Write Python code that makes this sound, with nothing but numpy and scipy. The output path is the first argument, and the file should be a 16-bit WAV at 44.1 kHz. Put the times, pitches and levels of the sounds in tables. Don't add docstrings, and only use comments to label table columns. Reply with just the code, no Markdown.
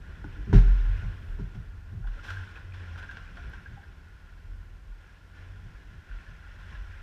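import sys
import numpy as np
from scipy import signal
from scipy.fft import rfft, irfft
from scipy.io import wavfile
from scipy.ndimage import uniform_filter1d

SR = 44100
rng = np.random.default_rng(int(sys.argv[2]) if len(sys.argv) > 2 else 0)


def output_pcm(signal):
    pcm = np.clip(np.atleast_2d(signal).T, -1, 1) * 32767
    wavfile.write(sys.argv[1], SR, np.round(pcm).astype(np.int16))


N = 309582
TIME = np.arange(N) / SR

# t/s, level/dB, contact time/s, slap compared with the blow/dB, slap t60/s
ROCK_KNOCKS = [(0.2419, -33.5, 0.00066, 14, 0.047), (0.47, -18.5, 0.0039, -23, 0.18),
               (0.492, -7.5, 0.0096, -14.5, 0.17), (.528, -3.5, 0.0015, -2.5, 0.33),
               (0.554, -26.5, .008, 16.5, 0.3), (1.388, -23.5, 0.0015, -6, 0.63),
               (1.545, -21, 0.007, 0.5, 0.11)]
# t/s, level/dB
HULL_LAPS = [(1.023, -17.5), (1.919, -20.5), (1.966, -23), (3.44, -29.5), (3.704, -27), (5.632, -27.5),
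             (5.911, -31), (6.282, -32), (6.56, -36), (6.7, -31.5)]
# f/Hz, level/dB, t60/s
HULL_TONES = [(93.3, -9.5, 0.25), (110.2, 0.5, 0.23), (132.8, -4, 0.19), (162.8, -6.5, 0.25),
              (200.2, -3.5, 0.12), (261, -24.5, 0.26), (287.2, -12, 0.092), (395, -11.5, 0.13),
              (446, -29.5, 0.32), (654, -49, 0.061), (785, -37, .05), (958, -10, 0.038)]
# f/Hz, level/dB, t60/s
CLACK_TONES = [(297, -13.5, 0.088), (864, -20.5, 0.052), (1478, -11, 0.045)]
# f/Hz, level/dB, t60/s
CAVE_TONES = [(35.9, -17.7, .98), (39.1, -19.3, 1.9), (41.8, -3.9, 1.03), (46.9, -20.2, 1.7)]
# t/s, rumble level/dB, slosh level/dB
SWELL_LEVELS = [(0, -43, -53.5), (1.15, -35, -52.5), (1.75, -42, -58), (2.8, -46.5, -57), (3.5, -43.5, -55),
                (4.2, -49.5, -61), (4.6, -42, -59), (5.15, -52.5, -63), (5.55, -45, -58),
                (6.03, -48, -61.5), (7.02, -42.5, -62.5)]
# t/s, level/dB, f/Hz, length/s
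HOLLOW_GULPS = [(0.367, -31, 49.5, .12), (0.836, -31.5, 95.2, 0.18), (1.285, -30, 37.9, 0.18),
                (2.008, -27, 39.7, 0.17), (2.251, -33.5, 92.4, 0.23), (2.632, -35, 89.5, 0.23),
                (2.781, -36, 86, 0.3), (3.396, -36, 64.4, 0.13), (4.419, -38, 39, 0.19),
                (4.866, -35, 42.6, 0.1), (5.381, -42, 93.1, 0.28), (6.096, -32.5, 43.2, 0.097),
                (6.722, -34.5, 47.1, 0.16)]
# t/s, level/dB, hold time/s
SMALL_WAVES = [(0, -57, 0.64), (0.542, -51, 0.48), (2.106, -54, 0.43), (2.762, -53, 0.18),
               (2.99, -55, 0.24), (3.334, -54, 0.16), (4.215, -64.5, .08), (4.975, -61, 0.14),
               (5.332, -56, 0.091), (5.668, -62.5, 0.36), (6.057, -56.5, 0.28), (6.405, -59, 0.26),
               (6.664, -53.5, 0.11), (6.898, -57.5, .1)]
# t/s, level/dB, rise time/s, t60/s, treble cutoff/Hz
ROCK_SPLASHES = [(2.068, -48, 0.003, 0.16, 2500), (2.229, -44.5, 0.0097, 0.9, 12000),
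                 (2.273, -43, 0.013, 0.33, 9000), (2.303, -37.5, 0.0015, 0.075, 9000),
                 (2.551, -44.5, .005, 0.2, 2500), (2.735, -46.5, 0.0047, 0.21, 5030),
                 (2.957, -42.5, 0.0017, 0.12, 1000), (2.975, -39.5, 0.0074, 0.12, 9000),
                 (3.026, -41.5, 0.0018, 0.1, 2500), (3.11, -47, 0.0016, 0.1, 8850),
                 (3.169, -39.5, 0.0017, 0.063, 2500), (3.369, -41, 0.002, 0.079, 2000),
                 (3.534, -48.5, 0.001, 0.18, 2480), (6.579, -52, 0.022, 0.5, 12000),
                 (6.688, -53, 0.036, 0.32, 4000)]
# t/s, level/dB, f/Hz
BIG_BUBBLES = [(0.363, -43.5, 296), (2.04, -50, 790), (2.039, -44, 1500), (2.071, -44, 1476),
               (2.16, -51, 560), (2.189, -39.5, 1395), (2.28, -31.5, 1510), (2.37, -38, 1566),
               (2.475, -38.5, 1474), (2.558, -41.5, 2500), (2.722, -44, 2440), (3.03, -33, 1590),
               (3.091, -33, 1584), (3.378, -49, 696), (3.497, -55, 11000), (3.534, -39, 1550),
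               (3.658, -37, 1600), (3.77, -48, 797), (3.831, -46.5, 1590), (3.882, -57.5, 5300),
               (6.112, -42, 1510), (6.265, -43.5, 1690), (6.75, -40, 1663)]
# f/Hz, level/dB
SLAP_SPECTRUM = [(60, 8), (190, 10.5), (380, 10), (480, -15.5), (700, 0), (1000, -16.5), (1250, -13),
                 (1600, -5.5), (2300, -9.5), (4000, -17), (4700, -23.5), (5600, -18.5), (7000, -29.5),
                 (14000, -49)]
RUMBLE_SPECTRUM = [(10, -17), (28, -1), (42, 11), (54, 5.5), (70, 0.5), (89, 6.5), (100, -2), (115, -16.5),
                   (160, -62)]
SLOSH_SPECTRUM = [(70, -13.5), (115, 2), (175, 0), (230, -9), (380, -10.5), (600, -20.5), (1200, -21.5),
                  (4000, -89.5)]
WASH_SPECTRUM = [(200, 1.5), (450, -5), (700, -9), (1220, -12.5), (1450, 0), (1800, -1.5), (2150, -5.5),
                 (3150, -9), (4600, -21.5), (5400, -17.5), (6500, -27), (9000, -34.5), (15000, -54)]
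SPRAY_SPECTRUM = [(200, -24), (600, -16.5), (1220, -18.5), (1550, -4.5), (2100, -17), (3200, -14),
                  (4600, -25.5), (5400, -23.5), (7000, -32.5), (10000, -39), (15000, -43)]
HISS_SPECTRUM = [(100, -12), (600, 15), (2000, 8), (5000, 4), (9000, -4), (14500, -9), (16000, -22)]
# f/Hz, width/Hz, boost/dB
CASE_PEAKS = [(870, 70, 3.5), (1051, 140, 9), (1407, 246, 7), (1680, 160, 2)]


def hull_knocks(slap_db=-23, lap_contact_s=0.0086, lap_slap_db=-12, lap_t60_s=0.23):
    t, knocks, slap_power = TIME[:SR], np.zeros(N), np.zeros(N)
    shell = ring(HULL_TONES, t, rise_cycles=2.2)
    clack = ring(CLACK_TONES, t, rise_cycles=0.99)
    laps = [(s, db, lap_contact_s, lap_slap_db, lap_t60_s) for s, db in HULL_LAPS]
    for start, db, contact, wet_db, t60 in ROCK_KNOCKS + laps:
        push = t * np.exp(-2 * np.pi * t / contact)
        body = shell + amp(wet_db) * clack
        add(knocks, start, amp(db) * signal.fftconvolve(body, push / push.sum())[:SR])
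        slap = amp(db + wet_db) * burst(t, 0.84 * contact, t60)
        add(slap_power, start, slap ** 2)
    slap_noise = steadied(noise(SLAP_SPECTRUM, CASE_PEAKS), samples=500)
    return knocks, amp(slap_db) * np.sqrt(slap_power) * slap_noise


def cave_boom(bump_s=0.538):
    out = np.zeros(N)
    add(out, bump_s, ring(CAVE_TONES, TIME[:2 * SR], rise_cycles=1.27))
    return out


def swell(level_db=-0.5):
    times, rumble_db, slosh_db = np.transpose(SWELL_LEVELS)
    rumble = amp(np.interp(TIME, times, rumble_db)) * steadied(noise(RUMBLE_SPECTRUM), samples=6000)
    slosh = amp(np.interp(TIME, times, slosh_db)) * steadied(noise(SLOSH_SPECTRUM), samples=6000)
    return amp(level_db) * (rumble + slosh)


def gulps(level_db=-1, waver=0.052):
    out = np.zeros(N)
    wander = 1 + waver * drift(hz=40)
    for start, db, hz, length in HOLLOW_GULPS:
        pitch = hz * wander[round(start * SR):][:round(length * SR)]
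        phase = 2 * np.pi * np.cumsum(pitch) / SR
        fade = signal.windows.cosine(len(phase)) ** 0.67
        add(out, start, amp(db + level_db) * fade * np.sin(phase))
    return out


def wash(fizz_db=-2.5, drops_db=-7, gurgle_db=-10, flutter_db=0.5):
    fizz = amp(fizz_db) * rng.standard_normal(N)
    drops = amp(drops_db) * tiny_bubbles(density=2000, spread_db=0, ring_cycles=22, pitches=30)
    gurgle = amp(gurgle_db) * tiny_bubbles(density=330, spread_db=1.5, ring_cycles=115, pitches=47)
    flutter = amp(flutter_db * drift(hz=12))
    return colour(wave_strength() * flutter * (fizz + drops + gurgle), WASH_SPECTRUM, CASE_PEAKS)


def wave_strength(calm_db=-63.5, rise_s=0.013, fall_s=0.062, trickle_s=0.47, trickle_share=0.73):
    power = np.full(N, amp(calm_db) ** 2)
    rise = 1 - np.exp(-TIME / rise_s)
    for start, db, hold in SMALL_WAVES:
        after_hold = np.maximum(TIME - hold, 0)
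        fall = (1 - trickle_share) * np.exp(-after_hold / fall_s)
        trickle = trickle_share * np.exp(-after_hold / trickle_s)
        add(power, start, (amp(db) * rise * (fall + trickle)) ** 2)
    return np.sqrt(power)


def tiny_bubbles(density, spread_db, ring_cycles, pitches):
    t, out = TIME[:2048], np.zeros(N)
    for hz in np.geomspace(500, 13000, pitches):
        strength = amp(spread_db * np.minimum(rng.exponential(1, N), 4))
        chance = density * (hz / 2000) ** 0.5 / pitches / SR
        starts = rng.random(N) < chance
        ping = burst(t, 0.4 / hz, ring_cycles / hz) * np.sin(2 * np.pi * hz * t * (1 + 3 * t))
        out += signal.oaconvolve(strength * starts, ping * hz ** 0.75)[:N]
    return unit(out)


def splashes(level_db=1, tick_db=10):
    t, out = TIME[:SR], np.zeros(N)
    for start, db, rise, t60, cutoff_hz in ROCK_SPLASHES:
        spray = burst(t, rise, t60) * rng.standard_normal(SR)
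        spray[round(0.002 * SR)] += amp(tick_db) * 0.004 / rise
        smoothing = np.exp(-2 * np.pi * cutoff_hz / SR)
        softened = signal.lfilter([1 - smoothing], [1, -smoothing], spray)
        add(out, start, amp(db + level_db) * softened)
    return colour(out, SPRAY_SPECTRUM, CASE_PEAKS)


def big_bubbles(level_db=-1, glide=0.058, wobble=0.62, rise_cycles=2.1, ring_cycles=102):
    t, out = TIME[:SR // 3], np.zeros(N)
    for start, db, hz in BIG_BUBBLES:
        t60 = ring_cycles / hz
        tone = np.sin(2 * np.pi * hz * t * (1 + glide * t / t60))
        add(out, start, amp(db + level_db) * burst(t, rise_cycles / hz, t60) * tone)
    return out * (1 + wobble * drift(hz=170))


def cave_echoes(sound, t60=1.0, rise_s=0.0013, echoes_per_s=2000):
    arrivals = rng.standard_normal(SR) * (rng.random(SR) < echoes_per_s / SR)
    echoes = arrivals * burst(TIME[:SR], rise_s, t60)
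    return signal.oaconvolve(sound, echoes / np.linalg.norm(echoes))[:N]


def ring(tones, t, rise_cycles):
    return sum(amp(db) * burst(t, rise_cycles / hz, t60) * np.sin(2 * np.pi * hz * t)
               for hz, db, t60 in tones)


def burst(t, rise, t60):
    return (1 - np.exp(-t / rise)) * np.exp(-np.log(1000) * t / t60)


def colour(sound, spectrum, peaks=()):
    hz = np.fft.rfftfreq(32768, 1 / SR)
    points_hz, levels = np.transpose(spectrum)
    db = np.interp(np.log(hz + 1), np.log(points_hz), levels)
    for centre, width, boost in peaks:
        db += boost / (1 + (2 * (hz - centre) / width) ** 2)
    log_gain = np.log(amp(np.r_[db, db[-2:0:-1]]))
    response = np.exp(np.conj(signal.hilbert(log_gain)))
    taps = irfft(response[:len(hz)])[:len(hz)]
    return signal.oaconvolve(sound, taps / np.linalg.norm(taps))[:len(sound)]


def noise(spectrum, peaks=()):
    return unit(colour(rng.standard_normal(N), spectrum, peaks))


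def drift(hz):
    f = np.fft.rfftfreq(N, 1 / SR)
    return unit(irfft(rfft(rng.standard_normal(N)) / (1 + (f / hz) ** 4), N))


def steadied(sound, samples):
    return sound / np.sqrt(uniform_filter1d(sound ** 2, samples) + 1e-3)


def amp(db):
    return 10 ** (np.asarray(db) / 20)


def unit(sound):
    return sound / np.sqrt(np.mean(sound ** 2) + 1e-20)


def add(mix, start_s, sound):
    part = mix[max(round(start_s * SR), 0):][:len(sound)]
    part += sound[:len(part)]


def scene():
    knocks, slaps = hull_knocks()
    plinks = big_bubbles()
    water = wash() + splashes() + slaps
    echoes = cave_echoes(amp(-8.5) * water + amp(-9) * plinks + amp(-17) * knocks)
    return (knocks + cave_boom() + swell() + gulps() + water + plinks + echoes)[None]


def record(dry, hiss_db=-70, whine_db=-95, whine_hz=14050, cutoff_hz=15100):
    hiss = amp(hiss_db) * noise(HISS_SPECTRUM)
    whine = amp(whine_db) * np.sqrt(2) * np.sin(2 * np.pi * whine_hz * TIME)
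    treble_cut = signal.firwin(511, cutoff_hz, window=("kaiser", 9), fs=SR)
    return signal.oaconvolve(dry + hiss + whine, treble_cut[None], "same")


dry = scene()
out = record(dry)
output_pcm(out)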